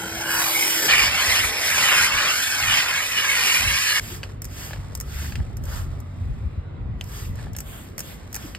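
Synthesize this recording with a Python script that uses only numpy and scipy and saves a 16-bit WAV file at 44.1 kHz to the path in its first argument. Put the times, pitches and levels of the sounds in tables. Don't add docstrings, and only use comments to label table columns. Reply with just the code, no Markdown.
import sys
import numpy as np
from scipy import signal
from scipy.fft import rfft, irfft
from scipy.io import wavfile
from scipy.ndimage import uniform_filter1d

SR = 44100
rng = np.random.default_rng(int(sys.argv[2]) if len(sys.argv) > 2 else 0)


def file_out(sig):
    cols = np.atleast_2d(sig).T
    lim = np.clip(cols, -1, 1)
    pcm = np.round(lim * 32767).astype(np.int16)
    wavfile.write(sys.argv[1], SR, pcm)


N = 378378

TIME = np.arange(N) / SR
FRAME_S = np.arange(N // 256 + 5)[:, None] * 256 / SR
BIN_HZ = np.fft.rfftfreq(1024, 1 / SR)


# (frequency [Hz], relative level per Hz [dB])
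HOSE_SPECTRUM = [(25, -7), (70, -4), (250, -7.5), (480, -5.5), (650, -5.5), (1000, -9), (1220, -12.5),
                 (1500, -4.5), (1900, -12.5), (2500, -9.5), (4200, -20.5), (5800, -23), (8000, -19),
                 (15500, -28.5)]
PILE_SPECTRUM = [(150, -10), (450, -5), (700, -8.5), (1050, -5), (1800, -3), (2300, 5), (3100, 3),
                 (4100, -4.5), (5700, 2.5), (7800, -4.5), (9800, -1.5), (13500, -3), (15500, -4.5)]
# (time [s], relative level [dB])
PILE_SUCTION = [(0.0, -35.5), (0.268, -31.5), (0.346, -25.5), (0.612, -23.5), (0.86, -24.5)]
# (time [s], spread in time [s], frequency [Hz], width [octaves], relative level [dB])
MOUTH_RINGS = [(0.193, 0.17, 1480, 0.095, -35.5), (0.363, 0.053, 1590, 0.13, -26.5),
               (0.434, 0.079, 1010, 0.18, -32), (0.605, 0.039, 2290, 0.094, -23),
               (0.702, 0.06, 2460, 0.082, -29), (0.836, 0.057, 1680, .22, -30.5)]
# (frequency [Hz], level [dB])
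MOTOR_TONES = [(330, -42)]


def vacuum():
    hose = amp(-35.0) * colour(HOSE_SPECTRUM)
    suction_db, = at_s(PILE_SUCTION, FRAME_S)
    contact = np.maximum(amp(suction_db) - amp(-40.5), 0)
    pile = amp(3.5) * contact * colour(PILE_SPECTRUM)
    mouth_power = 0
    for s, spread_s, hz, octaves, db in MOUTH_RINGS:
        mouth = amp(db) * swell(FRAME_S, s, spread_s) * unit(hump(hz, octaves))
        mouth_power = mouth_power + mouth ** 2
    uneven_db = 3.85 * patches(size=(26, 4))
    air = indoors(np.sqrt(hose ** 2 + pile ** 2 + mouth_power) * amp(uneven_db))
    motor = hum(MOTOR_TONES, drift=0.0012, flutter_db=0.4)
    return air * amp(0.86 * wander(94)) + motor


# (frequency [Hz], relative level per Hz [dB])
JET_SPECTRUM = [(100, -18.5), (350.0, -17), (700.0, -13), (1100.0, -6.5), (1500.0, -2.5), (2000.0, -3.0),
                (2700.0, 0.0), (3200.0, -5.0), (3800.0, -10), (5000.0, -7.5), (6500.0, -7.5), (8200.0, -15),
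                (10000.0, -9), (12500.0, -15.5), (13800.0, -17.5), (15500, -37)]
# (time [s], relative level [dB], treble lift [dB], body lift [dB],
# lift of the rasp above 4 kHz [dB])
JET_COLOUR = [(0.89, -15.5, -7, 0.5, 3.5), (0.94, -12.5, -8, -5.5, -3.5), (1.05, -17.5, -1.5, 1, -0.5),
              (1.09, -23.5, -3, 4, 4.5), (1.16, -21.5, -2.5, 4.5, 0.5), (1.31, -20, 2.5, 5, 0),
              (1.42, -20.5, 0, 3.5, 0.0), (1.47, -24, 5, 9, -1.0), (1.56, -26.5, -1, 10, 4.5),
              (1.66, -25, 5, 8, 3), (1.73, -19, 0, -3.5, -1), (1.8, -18.5, -0.5, 1, 1),
              (1.93, -15.0, -4.5, -0.5, -6.5), (2.05, -15.5, -1.5, -2.5, -1.5), (2.1, -21, -5.5, 3.5, 2.5),
              (2.27, -18.5, -5.0, 0, 1), (2.38, -23.5, 3, 4, 1), (2.47, -26.5, 7, 2.5, 1),
              (2.56, -23.5, 1.5, 2.0, 1.5), (2.66, -18, -3, -4, -5.5), (2.79, -16.5, -6, -3.5, 2.0),
              (2.9, -21, -5, 0, -3), (3.0, -21, -3.5, 1.0, -2.5), (3.08, -28.5, 5, 3, 0.5),
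              (3.15, -22.5, -3, -3, 0), (3.22, -20, -5, -3.5, -1), (3.33, -18, -3, -2, -3),
              (3.45, -18.0, -0.5, -3, 0.5), (3.56, -19, 0.5, -2, -0.5), (3.69, -21.5, -1, -0.5, -0.5),
              (3.8, -20.5, -0.5, -6, 0.5), (3.99, -21.5, 0, -3, 0.5)]
# (time [s], peak [Hz], lift [dB])
BRUSH_HOLLOW = [(0.89, 2190.0, 3), (1.3, 2210.0, 2), (1.42, 2020.0, 3.5), (1.55, 2460.0, 4.5),
                (1.68, 1940.0, 7), (1.76, 1560.0, 0.5), (1.87, 1230.0, -2.0), (2.1, 1140.0, 2.5),
                (2.3, 1370.0, 0), (2.45, 1710.0, 8), (2.58, 1500.0, 0.5), (2.8, 1330.0, -1.5),
                (3.0, 1720.0, 0.5), (3.1, 1770.0, 1), (3.25, 2160.0, 2), (3.5, 2160.0, 3.0),
                (3.7, 2100.0, 2.5), (3.99, 1880.0, 2.5)]
# (time [s], spread in time [s], frequency [Hz], lift [dB])
EDGE_WHISTLES = [(1.01, 0.044, 5000, 10), (1.09, 0.049, 4600, 5), (1.24, 0.086, 4250, 7),
                 (1.98, 0.032, 5020, 14), (2.798, 0.044, 5300, 3), (3.898, 0.044, 4230, 9)]
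# (time [s], lag of the reflection off the footwell [ms])
STROKE_LAGS = [(0.89, 1.65), (1.05, 1.74), (1.32, .97), (1.42, .5), (1.55, .53), (1.68, .55), (1.78, 1.27),
               (1.9, 1.8), (2.04, 2.0), (2.16, 1.8), (2.33, 1.37), (2.45, 1.15), (2.56, 1.21), (2.72, 1.76),
               (2.84, 2.08), (3.1, 1.56), (3.27, 1.83), (3.48, 2.2), (3.68, 1.84), (3.85, 1.61),
               (3.99, 1.8)]
# (time [s], level [dB], spread in time [s])
STEAM_PUFFS = [(1.047, -35, 0.1), (1.3, -34, 0.037), (1.44, -33, 0.042), (1.77, -43, 0.089),
               (2.007, -35.5, 0.028), (2.15, -35.5, 0.031), (2.675, -33, 0.05), (3.674, -27, 0.05)]


def steam():
    jet_db, treble_db, body_db, rasp_db = at_s(JET_COLOUR, FRAME_S)
    treble = 1 / (1 + (5200 / (BIN_HZ + 1)) ** 4)
    tilt_db = treble_db * treble + body_db * hump(440, 1.0) + rasp_db * hump(4600, 0.31)
    hollow_hz, lift_db = at_s(BRUSH_HOLLOW, FRAME_S)
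    hollow_db = lift_db * (hump(hollow_hz, 0.18) - 1.1 * hump(0.63 * hollow_hz, 0.25))
    whistle_db = sum(db * swell(FRAME_S, s, spread_s) * hump(hz, 0.03)
                     for s, spread_s, hz, db in EDGE_WHISTLES)

    lag_ms = uniform_filter1d(at_s(STROKE_LAGS, FRAME_S)[0], size=9, axis=0)
    turn = 2j * np.pi * BIN_HZ * lag_ms / 1000
    near = 0.38 * hump(2300, 1) * np.exp(turn)
    paths = zip(rng.uniform(.002, .012, size=14), rng.uniform(0, 1.5, size=14))
    echoes = sum(np.exp(2j * np.pi * BIN_HZ * lag_s + slide * turn) for lag_s, slide in paths)
    far = .14 * hump(3800, 1.8) * echoes

    swirl_db = 1.8 * patches(size=(20, 3))
    eddies_db = (.8 + 1.4 * hump(3600, .7)) * patches(size=(5, 14))
    shape_db = jet_db + tilt_db + hollow_db + whistle_db + swirl_db + eddies_db
    jet = indoors(colour(JET_SPECTRUM) * abs(1 + near) * abs(1 + far) * amp(shape_db - 1.33))
    sputter_db = 0.7 * wander(125)
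    surge_db = 0.6 * wander(31)
    return jet * amp(sputter_db + surge_db) + buffets(gusty(-47, STEAM_PUFFS))


# (frequency [Hz], relative level per Hz [dB])
MIST_SPECTRUM = [(500, 1.5), (1000, 0.5), (1700, -7.5), (2600, 4), (3800, -1), (5400, -6.5), (6700, 0),
                 (8200, -1), (10000, -2), (15500, 1)]
# (time of full pressure [s], relative level [dB], rise [s], fall [s],
# sizzle lift near 5 kHz [dB], patter on the mat [dB], patter frequency [Hz])
SPRAY_SQUEEZES = [(4.115, -31.5, 0.12, 0.062, 7, -12.5, 1800), (4.64, -32, 0.1, 0.075, 8, -12, 1550),
                  (5.22, -32.5, 0.11, 0.092, 9, -10.5, 1730), (5.755, -34, 0.076, 0.068, 7.5, -7.5, 1050),
                  (7.19, -35, 0.099, 0.084, 8, -14, 1437), (7.731, -36.5, 0.081, 0.11, -3.5, -14.5, 1510),
                  (8.094, -36, 0.076, 0.059, 3, -14.5, 1605), (8.441, -38.5, 0.087, 0.079, 8.5, -10, 1530)]


def spray():
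    power = 0
    for s, db, rise, fall, sizzle_db, patter_db, patter_hz in SPRAY_SQUEEZES:
        u = (FRAME_S - s) / np.where(FRAME_S < s, rise, fall)
        flow = amp(db) / (1 + abs(u) ** 3 + (u / 1.5) ** 10)
        mist = amp(-5.5 + sizzle_db * hump(5270, 0.22)) * colour(MIST_SPECTRUM)
        patter = amp(patter_db) * unit(hump(patter_hz, 0.8))
        power = power + flow ** 2 * (mist ** 2 + patter ** 2)
    uneven_db = 1.2 * patches(size=(20, 4)) + 1.6 * patches(size=(3, 16))
    bounce_ms = 0.61
    bounce = 0.27 * hump(3600, 1) * np.exp(2j * np.pi * BIN_HZ * bounce_ms / 1000)
    return outdoors(np.sqrt(power) * abs(1 + bounce) * amp(uneven_db)) * amp(0.4 * wander(200))


# (time [s], relative level [dB], slips in the run, gap between slips [s])
TRIGGER_CREAKS = [(4.419, -30, 1, 0), (4.444, -32, 2, .008), (4.951, -27, 1, 0), (4.974, -40, 1, 0),
                  (5.001, -28.5, 2, 0.0088), (5.569, -38, 1, 0), (5.638, -40, 2, 0.016), (6.002, -43, 1, 0),
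                  (7.01, -41, 2, 0.03), (7.356, -46, 1, 0), (7.533, -43, 1, 0), (7.565, -29, 1, 0),
                  (7.586, -29.5, 2, .018), (7.98, -27, 3, 0.012), (8.328, -33.5, 1, 0),
                  (8.344, -27.5, 3, 0.0092)]
# (time [s], head relative level [dB], pitch factor of head and stop,
# bottle relative level [dB], stop relative level [dB])
TRIGGER_KNOCKS = [(4.2315, -26.5, 0.97, -42, -31), (4.236, -31, 0.98, -45, -33),
                  (4.709, -42, 1.0, -30, -52), (4.732, -29, 0.874, -31, -50), (4.7352, -41, 1.0, -34, -50),
                  (4.76, -42, 1.05, -37, -48), (5.322, -31, .97, -36, -41), (5.355, -26.5, 1.03, -50, -37),
                  (5.359, -40, 1.2, -49, -44), (5.402, -53, 1.2, -33, -61),
                  (7.0108, -32, 1.03, -33.5, -23.5), (7.389, -44, 1.0, -36, -58),
                  (7.396, -45, 0.89, -37, -55), (7.469, -54, 1.1, -33, -52), (7.55, -39, 1.14, -35, -41),
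                  (7.586, -44, 0.9, -49, -45), (7.981, -36, .95, -40, -46), (8.004, -38, .95, -43, -48),
                  (8.346, -37, 0.97, -39, -45), (8.365, -37, .9, -35, -48), (8.549, -26, 0.95, -47, -35)]
# (frequency [Hz], relative level [dB], time to fall 60 dB [s])
PIVOT_MODES = [(1100, -18, .012), (1570, -6, .012), (2400, -19, 0.006), (5500, -7, 0.02),
               (6660, 5.5, 0.016), (8400, -1, 0.0082), (11900, 7, 0.017), (14000, 15, 0.0082)]
STOP_MODES = [(3030, 4, 0.011), (3280, -7, 0.011), (6150, -4, 0.0074), (7300, -16, .006)]
HEAD_MODES = [(1680, 1, 0.02), (1950, 2.5, 0.016), (2340, -4, 0.013), (2650, 2.5, 0.02), (4260, -8, 0.014),
              (4700, -1.5, 0.023), (8400, -3, .008)]
BOTTLE_MODES = [(567, 5, 0.018), (797, 8, 0.013), (1020, -1.5, 0.015), (1700, 4.5, 0.024), (1980, -2, .012),
                (3430, -16, 0.0074)]
# (frequency [Hz], relative level per Hz [dB])
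TICK_SPECTRUM = [(700, -7), (1500, -1), (2500, -4.5), (4000, -13.5), (5500, 5), (7000, 1), (9000, 0),
                 (12000, -3), (15500, -1)]
KNOCK_SPECTRUM = [(600, 1), (1200, -4), (1700, -2), (3000, 5), (3700, -11), (4600, -1), (6500, -7),
                  (9000, -12), (15500, -19)]


def trigger():
    slips = [(start + k * gap, db) for start, db, count, gap in TRIGGER_CREAKS for k in range(round(count))]
    direct = np.zeros(N)
    for s, db in slips:
        pitch = 1 + .03 * rng.standard_normal()
        add(direct, s, amp(db + 1.5) * ring(PIVOT_MODES, pitch, scatter_db=2.5))
    for s, head_db, pitch, bottle_db, stop_db in TRIGGER_KNOCKS:
        add(direct, s, amp(stop_db) * ring(STOP_MODES, pitch, scatter_db=1.2))
        add(direct, s, amp(head_db) * ring(HEAD_MODES, pitch, scatter_db=1.5))
        add(direct, s, amp(bottle_db) * ring(BOTTLE_MODES, 1, scatter_db=1.4))
    s, db = np.transpose(slips)
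    ticks = snaps(s, db + 4.0, ring_s=0.023, tail_db=-13.5, tail_s=0.1)
    grit = outdoors(colour(TICK_SPECTRUM)) * ticks
    s, db = np.transpose(TRIGGER_KNOCKS)[:2]
    bursts = snaps(s, db - 12, ring_s=0.015, tail_db=2.5, tail_s=0.1)
    scatter = outdoors(colour(KNOCK_SPECTRUM)) * bursts
    return ports(direct) + grit + scatter


# (time [s], relative level [dB], spread in time [s])
PUMP_REFILLS = [(4.28, -38.5, 0.05), (4.813, -38, 0.13), (5.428, -41.5, 0.087), (5.904, -44, 0.065),
                (6.248, -47, 0.23), (7.415, -35.5, 0.053), (7.877, -42, 0.058), (8.224, -41, 0.095)]


def refill():
    flow = sum(amp(db) * swell(TIME, s, spread_s) for s, db, spread_s in PUMP_REFILLS)
    fizz = outdoors(unit(hump(750, 1.4) + 0.2 * hump(6200, 0.84)))
    bubbles = np.zeros(N)
    count = int(200 * N / SR)
    draws = rng.uniform([0, .8, 0], [N / SR - .01, 1.25, 1], size=(count, 3))
    for s, pitch, size in draws:
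        add(bubbles, s, size * ring(BOTTLE_MODES, pitch, scatter_db=7))
    return flow * (fizz * amp(2.3 * wander(200) - 11.0) + amp(-6.5) * ports(bubbles))


# (time [s], peak level [dB], frequency [Hz])
MAT_FLOPS = [(4.13, -36.5, 350), (8.453, -35, 318)]


def flops():
    return sum(amp(db) * np.exp(-abs(TIME - s) / 0.0094) * tone(hz * (1 + 0.0884 * wander(66)))
               for s, db, hz in MAT_FLOPS)


# (frequency [Hz], relative level per Hz [dB])
YARD_SPECTRUM = [(200, -1.5), (350, -8), (550, -12.5), (900, -19), (1250, -18), (1600, -26), (1950, -21),
                 (3000, -28), (3700, -27), (4600, -31.5), (8000, -38), (15000, -50)]
# (time [s], firing frequency [Hz], mean level [dB])
VEHICLE_PASS = [(4.7, 56.16, -48), (5.0, 62.3, -38.5), (5.2, 70.9, -32.5), (5.41, 89.6, -37),
                (5.5, 86.4, -35), (5.8, 80, -36.5), (6.25, 94.3, -34.5), (6.5, 98, -55)]
# (frequency [Hz], relative level [dB])
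IDLE_TONES = [(48, -44), (96, -40.5), (143, -45), (240, -59)]
# (time [s], gain [dB])
IDLE_GAIN = [(4.0, -1), (7.4, -2), (7.9, -8.5)]
# (time [s], relative level [dB])
BREEZE_LEVEL = [(4.0, -34.5), (4.7, -36), (5.6, -26.5), (6.1, -39), (7.5, -29.5), (7.8, -39), (8.55, -37)]
# (time [s], relative level [dB], spread in time [s])
WIND_GUSTS = [(4.79, -29, 0.018), (5.397, -18, 0.022), (5.852, -25.5, 0.12), (6.287, -22.5, 0.077),
              (6.454, -20, 0.024), (6.586, -21, 0.0092), (6.884, -25, 0.083), (7.3, -24, 0.042)]


def yard():
    drift_db = 2.2 * patches(size=(30, 5))
    air = outdoors(amp(-41.0) * colour(YARD_SPECTRUM) * hump(850, 1.78) * amp(drift_db))
    firing_hz, vehicle_db = at_s(VEHICLE_PASS, TIME)
    exhaust = amp(vehicle_db + 2 * wander(24)) * tone(firing_hz)
    idle = hum(IDLE_TONES, drift=0.006, flutter_db=1.8) * amp(at_s(IDLE_GAIN, TIME)[0])
    wind = buffets(gusty(at_s(BREEZE_LEVEL, TIME)[0], WIND_GUSTS) - 2.5)
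    return air + exhaust + idle + wind


# (frequency [Hz], relative level per Hz [dB])
WIND_SPECTRUM = [(15, -22.5), (30, -13.5), (46, 3.5), (65, -1.5), (88, 4.5), (115, -16), (142, -2),
                 (175, -9), (240, -12), (400, -26.5)]


def buffets(level_db):
    strength_db = np.interp(FRAME_S, TIME, level_db) + 36.5
    depth_db = 0.61 * strength_db * hump(42.5, 0.66)
    x = outdoors(colour(WIND_SPECTRUM) * amp(depth_db) / (1 + (BIN_HZ / 420) ** 4))
    power = uniform_filter1d((x ** 2).mean(0), size=3000)
    return amp(level_db) * x / np.sqrt(abs(power) + 1e-9)


def gusty(steady_db, gusts):
    power = amp(steady_db) ** 2 + sum((amp(db) * swell(TIME, s, spread_s)) ** 2 for s, db, spread_s in gusts)
    return 10 * np.log10(power)


def hum(lines, drift, flutter_db):
    speed = 1 + drift * wander(8.3)
    return sum(amp(db + flutter_db * wander(12.0)) * tone(hz * speed) for hz, db in lines)


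def tone(hz):
    return np.sqrt(2) * np.sin(2 * np.pi * (np.cumsum(hz) / SR + rng.random()))


def ring(modes, pitch, scatter_db):
    t = np.arange(SR // 16) / SR
    x = 0
    for hz, db, t60 in modes:
        decay = amp(db + scatter_db * rng.standard_normal() - 60 * t / t60)
        x = x + decay * np.sin(2 * np.pi * (hz * pitch * t + rng.random()))
    contact_s = 0.00029
    x = x * (1 - np.exp(-(t / contact_s) ** 2))
    return x / np.sqrt(np.sum(x ** 2) * 1000 / SR)


def snaps(s, db, ring_s, tail_db, tail_s):
    t = np.arange(SR // 4) / SR
    decay = amp(-60 * t / ring_s) ** 2 + amp(tail_db - 60 * t / tail_s) ** 2
    power = decay * (1 - np.exp(-t / 0.00053))
    blows = np.zeros(N)
    blows[np.round(s * SR).astype(int)] = amp(db) ** 2
    return np.sqrt(abs(signal.oaconvolve(blows, power)[:N]))


def add(mix, s, sound):
    part = mix[round(s * SR):][:len(sound)]
    part += sound[:len(part)]


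def ports(x):
    return np.array([x, np.roll(x, 1)])


# (frequency [Hz], lead of the left [rad])
PHASE_LEAD = [(0, 0), (400, -.35), (1300, -.45), (1800, 0), (2600, 2.4), (3200, 2.2), (4000, 1),
              (5000, 1.3), (6000, 3.1), (8100, 6.3), (10300, 9.4), (12500, 12.6), (14700, 15.7),
              (16000, 16.5)]


def hiss(gain, likeness, balance):
    a, b, c, d = rng.standard_normal((4, len(FRAME_S), len(BIN_HZ)))
    same = np.clip(at_hz(likeness), 0, 1)
    left = a + 1j * b
    right = (same * left + np.sqrt(1 - same ** 2) * (c + 1j * d)) * np.exp(-1j * at_hz(PHASE_LEAD))
    lean = amp(at_hz(balance) / 2)
    z = np.array([left * lean, right / lean]) * gain
    x = signal.istft(z.swapaxes(1, 2), nperseg=1024, noverlap=768)[1]
    return x[:, :N] / np.sqrt(1024 / 3)


# (frequency [Hz], left over right [dB])
CABIN_PORT_LIKENESS = [(100, 1), (500, 0.91), (1300, 0.87), (2600, 1), (3900, 0.33), (5800, 1), (15000, 1)]
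CABIN_PORT_BALANCE = [(200, -0.5), (500, 0.5), (1000, 4.5), (1700, 0), (2700, -2), (4000, 0), (4800, -1.5),
                      (6000, -1)]


def indoors(gain):
    return hiss(gain, CABIN_PORT_LIKENESS, CABIN_PORT_BALANCE)


# (frequency [Hz], left over right [dB])
YARD_PORT_LIKENESS = [(40, 0.58), (90, 1), (200, 0.66), (900, 0.025), (1900, 0.58), (3800, 0.075),
                      (6000, 1), (15000, 1)]
YARD_PORT_BALANCE = [(200, 0.5), (900, -3), (2000, 0), (3600, -2), (6000, 0)]


def outdoors(gain):
    return hiss(gain, YARD_PORT_LIKENESS, YARD_PORT_BALANCE)


def amp(db):
    return 10 ** (np.asarray(db) / 20)


def unit(x):
    return x / np.sqrt(np.mean(abs(x) ** 2) + 1e-20)


def at_hz(points, hz=BIN_HZ):
    f, value = np.transpose(points)
    return np.interp(np.log(hz + 1), np.log(f + 1), value)


def at_s(rows, t):
    s, *columns = np.transpose(rows)
    return [np.interp(t, s, c) for c in columns]


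def colour(points):
    return unit(amp(at_hz(points)))


def hump(hz, octaves):
    return np.exp(-.5 * (np.log2((BIN_HZ + 1) / hz) / octaves) ** 2)


def swell(t, s, spread_s):
    return np.exp(-.5 * ((t - s) / spread_s) ** 2)


def wander(rate_hz):
    f = np.fft.rfftfreq(N, 1 / SR)
    return unit(irfft(rfft(rng.standard_normal(N)) * np.exp(-(f / rate_hz) ** 2), N))


def patches(size):
    z = rng.standard_normal((len(FRAME_S), len(BIN_HZ)))
    return unit(uniform_filter1d(uniform_filter1d(z, size[0], axis=0), size[1], axis=1))


def scene():
    steam_on_s, steam_off_s = 0.884, 3.999
    first = np.clip((TIME - steam_on_s) / 0.008 + .5, 0, 1)
    second = np.clip((TIME - steam_off_s) / 0.0034 + .5, 0, 1)
    mat = yard() + spray() + refill() + trigger() + flops()
    cabin = vacuum() * np.sqrt(1 - first) + steam() * np.sqrt(first * (1 - second))
    return cabin + mat * np.sqrt(second)


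def record(dry):
    x = signal.sosfilt(signal.butter(4, 34, "high", fs=SR, output="sos"), dry)
    band_limit = signal.firwin(511, 15800, window=("kaiser", 9), fs=SR)
    return signal.oaconvolve(x, band_limit[None], "same")


dry = scene()
out = record(dry)
file_out(out)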